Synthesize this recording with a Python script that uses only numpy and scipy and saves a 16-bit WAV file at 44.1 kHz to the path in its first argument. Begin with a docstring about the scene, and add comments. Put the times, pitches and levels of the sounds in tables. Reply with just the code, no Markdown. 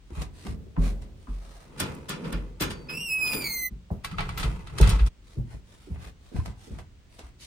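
"""A house with wooden stairs. Someone in socks thuds down a flight, ringing the boards, crosses a rug
and rattles an old door knob. The door swings open; its dry hinge sticks, slips and squeals. Pulled shut
from behind, it bangs and latches with a metal snap. Steps go down a second flight to a cellar floor.
Clothes rustle close by, over a low hush."""
import sys
import numpy as np
from scipy import signal
from scipy.fft import rfft, irfft, next_fast_len
from scipy.io import wavfile
from scipy.ndimage import uniform_filter1d

SR = 44100
rng = np.random.default_rng(int(sys.argv[2]) if len(sys.argv) > 2 else 0)


def store_wav(level_fs):
    """Save 16-bit WAV to argv[1]."""
    pcm = np.round(np.clip(np.atleast_2d(level_fs), -1, 1) * 32767)
    wavfile.write(sys.argv[1], SR, pcm.T.astype(np.int16))


N = 328986
TIME_S = np.arange(N) / SR
AGE_S = TIME_S[:36000]  # time since a strike
BEHIND_S, CELLAR_S = 3.7, 5.092  # door heard from behind; second flight; ringing is cut off at each
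TOP_HZ = 16100
BOARD_OVERTONE_RATIO = 1.67

# Table levels are relative; the functions add their own gains.
# Footsteps. Each row: start in seconds, leg swing, toe and sole in dB, landing lag in seconds,
# boom and knock in dB, roll to the heel in seconds, scuff in dB.
STEPS = [(.104, -70.5, -45, -63, 0.063, -37, -42.5, 0.032, -47.5),
         (.449, -56, -42, -68, 0.025, -36, -39.5, 0.013, -50.5),
         (.766, -84, -46, -40, 0.0064, -16.5, -33, 0.091, -44.5),
         (1.271, -68.5, -59, -48, 0.011, -27, -48, 0.044, -58),
         (5.357, -62, -49, -74, 0.016, -28, -33.5, 0.16, -56),
         (5.871, -62.5, -45, -47.5, 0.03, -34, -39, 0.15, -50),
         (6.315, -63.5, -43, -38, .03, -28, -31, .125, -56),
         (6.671, -58, -46, -48, 0.034, -37.5, -39.5, 0.054, -59),
         (7.19, -62.5, -54.5, -73, 0.032, -40, -56, 0.029, -60)]
# Flights. Each: boom in Hz, boom and knock t60 in seconds, tread ring in Hz, ring over knock in dB,
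# heel over landing in dB.
UPPER_FLIGHT = (44, 0.61, 1.38, 173, -0.5, -22)
CELLAR_FLIGHT = (54.5, 0.21, 0.29, 100, 1.5, -6)
# Sole slaps and board ticks. Each row: start in seconds, slap in dB, tick in dB, t60 in seconds.
TAPS = [(.105, -61, -72, 0.017), (.178, -61, -89, 0.25), (.218, -50.5, -52.5, 0.074),
        (.467, -51, -57.5, 0.037), (.765, -54, -87, 0.029), (.86, -62, -67.5, 0.41),
        (1.022, -61, -62.5, 0.017), (5.958, -59, -83, 0.042), (6.364, -52, -65, 0.038),
        (6.459, -48, -54.5, 0.027), (6.786, -57.5, -67, 0.14), (7.192, -53.5, -55.5, 0.016)]
# Boards and door ringing at one pitch. Each row: start in seconds, level in dB, pitch in Hz, t60 in seconds.
BOARD_KNOCKS = [(.119, -30, 66, 0.24), (0.174, -25.5, 59, 0.39), (.452, -32, 207.4, 0.27),
                (.478, -29.5, 64.4, 0.44), (.665, -43.5, 380, 0.11), (.777, -20, 166.7, 0.32),
                (.776, -29.5, 259, .33), (.82, -47.5, 555, 0.84), (1.28, -39, 250, 0.18),
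                (4.124, -29, 174.4, 0.22), (4.141, -31, 1260, 0.042), (4.799, -16, 387, 0.064),
                (4.8, -27.5, 868, 0.088), (4.809, -13, 141.4, 0.21), (4.866, -19, 109, 0.2),
                (5.368, -43.5, 332, 0.34), (5.385, -28, 125.7, 0.49), (5.906, -27, 74.8, 0.44),
                (6.386, -14.5, 81.4, 0.11), (6.398, -38, 1040, 0.071)]
# Board and panel modes. Each row: frequency in Hz, level in dB, share of the knock's t60.
BOARD_MODES = [(91.6, 4, 0.41), (129.4, -4, 0.99), (159.2, 8, 0.37), (210.6, 0.5, 0.71), (314, -26, 0.2),
               (434.6, -10, 0.72)]
# Clothes. Each row: centre in seconds, half-length in seconds, scuff in dB, swish in dB.
RUSTLES = [(1.52, 0.28, -55, -59.5), (5.73, 0.11, -60.5, -62.5), (7.44, 0.065, -82, -47)]
# Hand strokes on knob and door. Each row: peak in seconds, panel shudder in dB, scuff in dB.
HAND_STROKES = [(1.86, -37.5, -41), (2.267, -34, -43), (2.93, -42, -49.5), (3.265, -78, -41.5),
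                (3.36, -38.5, -41), (4.2, -31, -46.5), (4.451, -28.5, -39), (4.878, -22.5, -34.5)]
# Knob, latch and door edge. Each row: start in seconds, wood in dB, metal in dB, t60 in seconds.
CLACKS = [(1.782, -44, -43.5, 0.027), (1.802, -28.5, -27, 0.063), (2.094, -30, -28.5, 0.0066),
          (2.246, -41, -57, 0.064), (2.327, -36.5, -44.5, 0.07), (2.609, -26.5, -25, 0.02),
          (2.622, -35, -32, 0.13), (2.705, -38.5, -38.5, 0.094), (2.895, -39.5, -66, 0.081),
          (3.272, -44.5, -39, 0.083), (3.332, -36.5, -34.5, 0.067), (3.418, -43, -43, .1),
          (4.046, -33.5, -32.5, 0.063), (4.113, -45.5, -51, 0.11), (4.184, -30, -47, 0.044),
          (4.192, -33.5, -59, 0.07), (4.206, -33, -43, 0.059), (4.217, -39, -64, .04),
          (4.291, -36, -41, 0.033), (4.375, -37, -36.5, 0.16), (4.397, -40, -37.5, 0.24),
          (4.43, -32.5, -38, 0.13), (4.672, -43, -47, 0.03), (4.784, -30.5, -27.5, 0.039),
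          (4.814, -36, -26.5, 0.029), (4.827, -35, -41, 0.43), (4.874, -33, -28.5, 0.04),
          (4.894, -40, -23, 0.015), (4.9, -33, -28.5, 0.038), (4.994, -37, -55, 0.071),
          (5.066, -39.5, -31, 0.006)]
# Door against frame. Each row: start in seconds, boom, knock and panel ring in dB, ring in Hz.
DOOR_BUMPS = [(1.803, -58, -38, -35.5, 308), (2.324, -26.5, -37.5, -37.5, 315), (2.607, -37, -36, -29, 332),
              (3.345, -66, -53, -32, 327), (3.709, -33, -44, -43, 162), (3.904, -34, -28.5, -39.5, 660),
              (4.441, -18.5, -37, -35.5, 149), (4.805, -7.5, -21.5, -32, 460),
              (4.912, -12.5, -37, -53, 404), (5.006, -11.5, -60, -33, 108)]
# Door sides. Each: boom in Hz, boom t60 in seconds, knock t60 in seconds.
DOOR_FRONT, DOOR_BEHIND = (46, 0.68, 0.92), (52.1, 0.24, 0.32)
# Latch. Each row: start in seconds, snap in dB, spring zing in dB.
LATCH_SNAPS = [(1.801, -20, -38), (1.95, -44.5, -69), (2.094, -27, -43), (2.327, -34.5, -58),
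               (2.609, -29, -30), (4.047, -38, -48), (4.376, -46, -39), (4.812, -23, -52),
               (4.893, -28.5, -51), (4.899, -30, -51)]
# Small metal parts. Each row: start in seconds, level in dB, pitch in Hz, t60 in seconds.
TWANGS = [(2.61, -45, 6480, .38), (2.721, -55, 4590, 1.1), (4.046, -55, 4640, .63)]
# Hinge stick-slip rate. Each row: time in seconds, rate in Hz.
HINGE_PITCH = [(2.915, 2540), (3.025, 2807), (3.06, 2780), (3.105, 2570), (3.2, 2551), (3.33, 2470),
               (3.4, 2427), (3.435, 2305), (3.5, 2150), (3.58, 2066), (3.69, 2030)]
# Hinge strength. Each row: time in seconds, fundamental, octave and higher overtones in dB.
HINGE_LEVELS = [(2.883, -44, -49, -74.5), (2.9, -37, -38.5, -52.5), (2.94, -37.5, -44.5, -50),
                (3.085, -35.5, -44, -43.5), (3.125, -24.5, -33.5, -38.5), (3.185, -26, -56, -46),
                (3.213, -24.5, -38.5, -39.5), (3.291, -29, -33, -37.5), (3.388, -41, -44.5, -38),
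                (3.44, -36.5, -34, -42), (3.53, -36.5, -36, -34), (3.62, -37, -47, -32.5),
                (3.663, -28.5, -45, -31), (3.693, -46, -62, -47)]
# Hinge harmonics from the third up. Each entry: level in dB.
HINGE_OVERTONES_DB = [2.5, -4, -6, 1.5, 9, -6]
# Hinge rasps as the door speeds up and slows. Each row: centre and half-width in seconds, strength 0-1.
HINGE_RASPS = [(2.985, .075, .9), (3.335, .04, .9), (3.45, .065, 1)]
# Lock case modes. Each row: frequency in Hz, level in dB.
LOCK_MODES = [(690, -2), (845, 5), (1125, 3), (2300, 2), (2875, -11)]

# Tone colours of the sounds as heard, several with a narrow treble gap near 12 kHz.
# Each row: frequency in Hz, spectral level in dB.
HUSH_EQ = [(20, -1), (45, 8), (120, -6), (300, -14), (700, -26), (3000, -28), (9000, -37.5), (12000, -61),
           (16000, -37)]
SCUFF_EQ = [(200, 8.5), (500, 5.5), (1200, 3.5), (1700, -2), (2500, -2), (4000, -19.5), (9000, -51)]
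SWISH_EQ = [(1200, -8), (3800, 0), (7000, -5), (9800, -4), (11800, -27), (13800, -6.5), (16000, -66)]
SHUDDER_EQ = [(30, -21), (70, 11.5), (160, -4.5), (400, -10), (900, -25.5), (2500, -46)]
PANEL_FRONT_EQ = [(40, -9), (100, -11), (145, 9), (310, -2.5), (500, -2), (900, -35), (2500, -67)]
PANEL_BEHIND_EQ = [(40, 1.5), (100, -3), (150, -2), (195, -5.5), (250, -64), (430, -14), (1000, -110)]
WOOD_FRONT_EQ = [(120, -8), (300, -49.5), (550, -4.5), (1100, 8.5), (1600, -3), (2200, 2.5), (3200, -7),
                 (5000, -10.5), (12000, -62)]
WOOD_BEHIND_EQ = [(300, -39), (750, 0.5), (1150, 5.5), (2800, -1), (5000, -10), (12000, -39)]
METAL_EQ = [(800, -25), (2500, 0.5), (4000, 6.5), (6000, 2), (9300, 1.5), (10800, 0), (11900, -52),
            (13800, 1), (16000, -36)]
SNAP_EQ = [(3000, -19), (9500, 3), (11800, -5), (14000, -9), (16000, -16)]
SPRING_EQ = [(11800, -29), (13300, 17), (14300, 0), (15100, 6), (15700, -12)]
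HINGE_EQ = [(6200, 1.5), (7500, -9), (8400, 3.5), (10000, 6), (11500, 0), (14300, 4.5), (15500, -7.5)]
# Stairwell decay. Each row: frequency in Hz, t60 in seconds.
STAIRWELL_T60 = [(200, 0.064), (1000, 0.35), (3000, 0.24), (8000, 0.19), (15000, 0.046)]
# Stereo likeness. Each row: frequency in Hz, left-right correlation.
CORRELATION = [(250, 0.83), (500, 0.43), (1200, 0.049)]


def gain(db):
    """Decibels to amplitude."""
    return 10 ** (np.asarray(db) / 20)


def unit_rms(x):
    """Scales to rms 1."""
    return x / np.sqrt(np.mean(x ** 2) + 1e-20)


def lookup(table, hz):
    """Interpolates on a log-frequency axis."""
    table_hz, value = np.transpose(table)
    return np.interp(np.log(hz + 1), np.log(table_hz + 1), value)


def decay(t60_s):
    """Exponential decay after a strike."""
    return np.exp(-np.log(1000) * AGE_S / np.maximum(t60_s, 1e-3))


def rise(contact_s):
    """Smooth build-up over a contact."""
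    return np.sin(np.pi / 2 * np.minimum(AGE_S / contact_s, 1)) ** 2


def drift(count, hz):
    """Random drift, rms 1, rolled off above hz."""
    bins_hz = np.fft.rfftfreq(count, 1 / SR)
    return unit_rms(irfft(rfft(rng.standard_normal(count)) * np.exp(-(bins_hz / hz) ** 2), count))


def noise(eq, count=len(AGE_S)):
    """Coloured stereo noise, rms 1; bass nearly alike on both sides."""
    size = next_fast_len(count, True)
    hz = np.fft.rfftfreq(size, 1 / SR)
    mid, side = rfft(rng.standard_normal((2, size))) * gain(lookup(eq, hz))
    alike = lookup(CORRELATION, hz)
    mid, side = mid * np.sqrt(1 + alike), side * np.sqrt(1 - alike)
    return unit_rms(irfft([mid + side, mid - side], size)[:, :count])


def resonant(eq, ripple_db, spacing_hz):
    """Gives a spectrum the narrow random peaks of one object."""
    hz = np.arange(100, TOP_HZ, spacing_hz)
    peaks_db = ripple_db * np.clip(rng.standard_normal(len(hz)), -2, 1)
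    return np.transpose([hz, lookup(eq, hz) + peaks_db])


def add(mix, start_s, sound):
    """Mixes a sound in; fades it out just before the next cut-off."""
    part = mix[:, max(round(start_s * SR), 0):][:, :sound.shape[-1]]
    stop_s = min(s for s in (BEHIND_S, CELLAR_S, np.inf) if s > start_s)
    fade = np.clip((stop_s - start_s - TIME_S[:part.shape[1]]) / 0.019, 0, 1)
    part += sound[..., :part.shape[1]] * fade


def house_hush():
    """Steady low background."""
    return gain(-52) * noise(HUSH_EQ, N)


def cloth_strokes(swing_lead_s=0.059, swing_half_s=0.115, sock_half_s=0.095, grit_half_s=0.072):
    """Leg swings, rolling socks, grit on cellar treads and clothes; rows as in RUSTLES."""
    for start_s, swing_db, _, sole_db, lag_s, _, _, roll_s, scuff_db in STEPS:
        land_s = start_s + lag_s
        yield land_s - swing_lead_s, swing_half_s, swing_db - 0.5, swing_db
        yield land_s + roll_s, sock_half_s, scuff_db, scuff_db - 5
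        if start_s > CELLAR_S:
            yield land_s + grit_half_s / 2, grit_half_s, sole_db - 11, sole_db - 18.5
    yield from RUSTLES


def cloth_rustle(grain_db=1.94):
    """Cloth slides by in grainy swells, each with its own colour."""
    out = np.zeros((2, N))
    for centre_s, half_s, scuff_db, swish_db in cloth_strokes():
        count = round(2 * half_s * SR)
        cloth = gain(scuff_db) * noise(resonant(SCUFF_EQ, ripple_db=5.5, spacing_hz=110), count)
        cloth += gain(swish_db) * noise(resonant(SWISH_EQ, ripple_db=3, spacing_hz=300), count)
        swell = np.hanning(count) * gain(grain_db * drift(count, hz=141))
        part = out[:, max(round((centre_s - half_s) * SR), 0):][:, :count]
        part += (cloth * swell)[:, :part.shape[1]]
    return out


def ring_strikes(toe_hz=299, click_hz=1030):
    """Toe, sole, weight and door strike boards. Each row: start in seconds, level in dB, pitch in Hz."""
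    for start_s, _, toe_db, sole_db, lag_s, _, knock_db, _, _ in STEPS:
        *_, tread_hz, ring_db, _ = UPPER_FLIGHT if start_s < CELLAR_S else CELLAR_FLIGHT
        yield start_s, toe_db, toe_hz
        yield start_s + lag_s, knock_db + ring_db, tread_hz
        yield start_s + lag_s, knock_db + ring_db - 5, tread_hz * BOARD_OVERTONE_RATIO
        if start_s < CELLAR_S:
            yield start_s, sole_db, click_hz
    for start_s, _, _, ring_db, hz in DOOR_BUMPS:
        yield start_s, ring_db, hz


def hollow_rings(ref_hz=300, ref_t60_s=0.36, ref_attack_s=0.0029):
    """Struck boards ring in narrow noise bands; higher ones start and die sooner."""
    out = np.zeros((2, N))
    for start_s, db, hz in ring_strikes():
        band = [(hz / 3, -35), (hz * 0.63, -8), (hz, 0), (hz * 1.37, -8), (hz * 2, -24), (hz * 10, -80)]
        envelope = decay(ref_t60_s * np.sqrt(ref_hz / hz))
        envelope *= rise(ref_attack_s * min(ref_hz / hz, 1) ** 2)
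        ring = unit_rms(noise(band) * envelope) * np.sqrt(np.mean(envelope ** 2))
        add(out, start_s, gain(db) * ring)
    return out


def stairwell_tail(eq, count):
    """Diffuse reflections; the top treble dies first."""
    hz, time_s, bands = signal.stft(noise(eq, count), SR, nperseg=256)
    bands *= np.exp(-np.log(1000) * time_s / lookup(STAIRWELL_T60, hz)[:, None])
    return signal.istft(bands, SR, nperseg=256)[1][:, :count] * rise(0.0089)[:count]


def contacts(rows, eqs, trims_db, wets_db, attack_s, lead_in_db, snap_db):
    """Hard contacts: faint noise swells just before each crack; a tail follows. Pairs: (dull, bright)."""
    out = np.zeros((2, N))
    lead, count = 600, len(AGE_S) // 2
    lead_in = gain(lead_in_db) * np.linspace(0, 1, lead) ** 2
    for start_s, *levels_db, t60_s in rows:
        crack = (decay(t60_s) + gain(snap_db) * decay(0.0025)) * rise(attack_s)
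        for eq, db, trim_db, wet_db in zip(eqs, levels_db, trims_db, wets_db):
            level = gain(db + trim_db)
            add(out, start_s - lead / SR, level * noise(eq, lead) * lead_in)
            add(out, start_s, level * noise(eq, count) * crack[:count])
            add(out, start_s, level * gain(wet_db) * stairwell_tail(eq, count))
    return out


def sole_taps():
    """Soles slap and boards tick."""
    sole_eq = resonant(SCUFF_EQ, ripple_db=6, spacing_hz=90)
    return contacts(TAPS, (sole_eq, SWISH_EQ), trims_db=(15.5, 15.5), wets_db=(-10, -11),
                    attack_s=0.00094, lead_in_db=-11, snap_db=-3)


def board_knocks(overtone_db=-12, attack_s=0.0042, spread_rad=0.46):
    """A struck board or door rings in its two lowest modes."""
    out = np.zeros((2, N))
    for start_s, db, hz, t60_s in BOARD_KNOCKS:
        phase = 2 * np.pi * hz * AGE_S + spread_rad * rng.standard_normal((2, 1))
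        ring = np.sin(phase) * decay(t60_s)
        ring += gain(overtone_db) * np.sin(BOARD_OVERTONE_RATIO * phase) * decay(t60_s / 2)
        add(out, start_s, gain(db) * ring * rise(attack_s))
    return out


def blows():
    """Landing, heel and door blows. Each row: start in seconds, boom and knock in dB, body struck."""
    for start_s, _, _, _, lag_s, boom_db, knock_db, roll_s, _ in STEPS:
        *body, _, _, heel_db = UPPER_FLIGHT if start_s < CELLAR_S else CELLAR_FLIGHT
        yield start_s + lag_s, boom_db, knock_db, body
        yield start_s + lag_s + roll_s, boom_db + heel_db, knock_db + heel_db, body
    for start_s, boom_db, knock_db, _, _ in DOOR_BUMPS:
        yield start_s, boom_db, knock_db, DOOR_FRONT if start_s < BEHIND_S else DOOR_BEHIND


def thuds(boom_rise_s=0.03, knock_rise_s=0.015):
    """A soft heavy blow bends the structure (boom) and rings its boards (knock)."""
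    out = np.zeros((2, N))
    hz, mode_db, t60_share = np.transpose(BOARD_MODES)[:, :, None]
    for start_s, boom_db, knock_db, (boom_hz, boom_t60_s, knock_t60_s) in blows():
        boom = np.sin(2 * np.pi * boom_hz * AGE_S) * decay(boom_t60_s) * rise(boom_rise_s)
        add(out, start_s - boom_rise_s / 10, gain(boom_db + 2) * boom / abs(boom).max())
        # modes vary with the spot struck, phases with the side
        spot_hz = hz * (1 + 0.0476 * rng.standard_normal(hz.shape))
        phase = 2 * np.pi * rng.random(hz.shape) + hz / 170 * rng.standard_normal((2, len(hz), 1))
        modes = gain(mode_db) * np.sin(2 * np.pi * spot_hz * AGE_S + phase)
        knock = unit_rms((modes * decay(knock_t60_s * t60_share)).sum(1))
        knock *= np.sqrt(np.mean(decay(knock_t60_s) ** 2))
        shudder = gain(-1) * noise(SHUDDER_EQ) * decay(knock_t60_s)
        add(out, start_s, gain(knock_db) * rise(knock_rise_s) * (knock + shudder))
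    return out


def rubbing_envelopes(rise_db_per_s=110, fall_db_per_s=73, shake_fall_db_per_s=62):
    """Shudder and scuff gains: strokes swell and fade; each clack leaves the loose door shaking."""
    power = np.zeros((2, N))
    offset_s = AGE_S - AGE_S.mean()
    swell_db = np.minimum(rise_db_per_s * offset_s, -fall_db_per_s * offset_s)
    for peak_s, shudder_db, scuff_db in HAND_STROKES:
        add(power, peak_s + offset_s[0], gain([shudder_db + swell_db, scuff_db + swell_db]) ** 2)
    for start_s, wood_db, _, _ in CLACKS:
        shake_db = wood_db - shake_fall_db_per_s * AGE_S
        add(power, start_s, gain([shake_db - 7, shake_db - 17.5]) ** 2 * rise(0.0068))
    return np.sqrt(power)


def door_rubbing(grain_db=2, fizz_db=-13):
    """Knob and door edge catch and slip in small grains, shaking the panel."""
    shudder, scuff = rubbing_envelopes()
    panel = np.where(TIME_S < BEHIND_S, noise(PANEL_FRONT_EQ, N), noise(PANEL_BEHIND_EQ, N))
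    edge_eq = resonant(SCUFF_EQ, ripple_db=4, spacing_hz=85)
    grind = noise(edge_eq, N) + gain(fizz_db) * noise(SWISH_EQ, N)
    return panel * shudder + grind * scuff * gain(grain_db * drift(N, hz=120))


def door_clacks():
    """Knob, latch and edge strike wood and metal; drier and thinner from behind."""
    front_eq = resonant(WOOD_FRONT_EQ, ripple_db=7.5, spacing_hz=70)
    metal_eq = resonant(METAL_EQ, ripple_db=6.5, spacing_hz=130)
    front = contacts([row for row in CLACKS if row[0] < BEHIND_S], (front_eq, metal_eq),
                     trims_db=(2, 0.5), wets_db=(-3, -5.5), attack_s=0.0017, lead_in_db=-6, snap_db=-19)
    behind_eq = resonant(WOOD_BEHIND_EQ, ripple_db=7.5, spacing_hz=70)
    behind = contacts([row for row in CLACKS if row[0] > BEHIND_S], (behind_eq, metal_eq),
                      trims_db=(3.5, -0.5), wets_db=(-8.5, -10),
                      attack_s=0.001, lead_in_db=-12.5, snap_db=3)
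    return front + behind


def latch_snaps(snap_t60_s=0.016, spring_t60_s=0.11, left_lag_s=0.00023):
    """Metal snaps on metal, right side first; the spring's high modes ring on."""
    out = np.zeros((2, N))
    for start_s, snap_db, zing_db in LATCH_SNAPS:
        spring_eq = resonant(SPRING_EQ, ripple_db=8, spacing_hz=120)
        add(out, start_s, gain(zing_db) * noise(spring_eq) * decay(spring_t60_s) * rise(0.001))
        snap = gain(snap_db) * noise(SNAP_EQ)[0] * decay(snap_t60_s)
        add(out, start_s + left_lag_s, snap * [[1], [0]])
        add(out, start_s, snap * [[0], [1]])
    return out


def metal_twangs(buzz_rad=0.15, spread_rad=0.5):
    """Knocked metal parts ring thinly, with a slight buzz."""
    out = np.zeros((2, N))
    for start_s, db, hz, t60_s in TWANGS:
        phase = 2 * np.pi * hz * AGE_S + spread_rad * rng.standard_normal((2, 1))
        phase += buzz_rad * drift(len(AGE_S), hz=200)
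        add(out, start_s, gain(db) * decay(t60_s) * rise(0.0027) * np.sin(phase))
    return out


def hinge_squeal(wet_db=-7, pan_db=0.8, left_lag_s=13e-6, stutter_db=6, flutter_db=2):
    """Stick-slip in the dry hinge gives gliding harmonics; reflections make the overtones flutter."""
    knots_s, tone_db, octave_db, overtones_db = np.transpose(HINGE_LEVELS)
    time_s = np.arange(knots_s[0], knots_s[-1], 1 / SR)
    count = len(time_s)
    hz = np.interp(time_s, *np.transpose(HINGE_PITCH))
    hz = uniform_filter1d(hz, size=700, mode="nearest")  # door inertia rounds each bend
    # a rasp scatters the pitch and stutters the level
    rasp = sum(depth * np.exp(-((time_s - at_s) / half_s) ** 2) for at_s, half_s, depth in HINGE_RASPS)
    scatter = 1 + (0.0012 + 0.019 * rasp) * drift(count, hz=300)
    stutter = unit_rms(gain(stutter_db * rasp * np.tanh(drift(count, hz=254))))
    phase = 2 * np.pi * (np.cumsum(hz * scatter) / SR - np.array([[left_lag_s], [0]]) * hz)
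    weights = {k: gain(db + lookup(HINGE_EQ, k * hz)) * (k * hz < TOP_HZ)
               for k, db in enumerate(HINGE_OVERTONES_DB, 3)}
    overtones = sum(weight * gain(flutter_db * drift(count, hz=110)) * np.cos(k * phase)
                    for k, weight in weights.items())
    overtones /= np.sqrt(sum(weight ** 2 for weight in weights.values()))
    out = np.zeros((2, N))
    layers = (np.cos(phase), tone_db - 1), (np.cos(2 * phase), octave_db - 1), (overtones, overtones_db)
    for wave, db in layers:
        envelope = gain(np.interp(time_s, knots_s, db)) * signal.windows.tukey(count, 0.02)
        direct = unit_rms(wave) * stutter * envelope
        walls = rng.standard_normal((2, len(AGE_S))) * decay(t60_s=0.37)
        reflected = signal.fftconvolve(direct, walls / np.linalg.norm(walls[0]), axes=1)
        add(out, knots_s[0], direct)
        add(out, knots_s[0], gain(wet_db) * reflected)
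    return out * gain([[-pan_db], [pan_db]])


def lock_case(loose_until_s=4.3, t60_s=0.07, scatter_db=3):
    """Early in the closing swing, each clack rings the loose lock case with a new mix of modes."""
    out = np.zeros((2, N))
    hz, mode_db = np.transpose(LOCK_MODES)[:, :, None]
    for start_s, wood_db, _, _ in CLACKS:
        if BEHIND_S < start_s < loose_until_s:
            weights = gain(mode_db + scatter_db * rng.standard_normal(hz.shape))
            modes = weights * np.sin(2 * np.pi * (hz * AGE_S + rng.random((2, len(hz), 1))))
            add(out, start_s, gain(wood_db - 5) * modes.sum(1) * decay(t60_s))
    return out


def scene():
    """Door, feet and clothes over the hush of the house."""
    clatter = door_clacks() + lock_case() + sole_taps()
    rustle = door_rubbing() + cloth_rustle()
    hush = house_hush()
    wood = thuds() + hollow_rings() + board_knocks()
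    metal = metal_twangs() + latch_snaps() + hinge_squeal()
    return clatter + rustle + hush + wood + metal


def record(dry, low_hz=28):
    """Microphone bass roll-off, then the band limit."""
    thinned = signal.sosfilt(signal.butter(2, low_hz, "high", fs=SR, output="sos"), dry)
    lowpass = signal.firwin(511, TOP_HZ, window=("kaiser", 9), fs=SR)
    return signal.oaconvolve(thinned, lowpass[None], "same")


dry = scene()
out = record(dry)
store_wav(out)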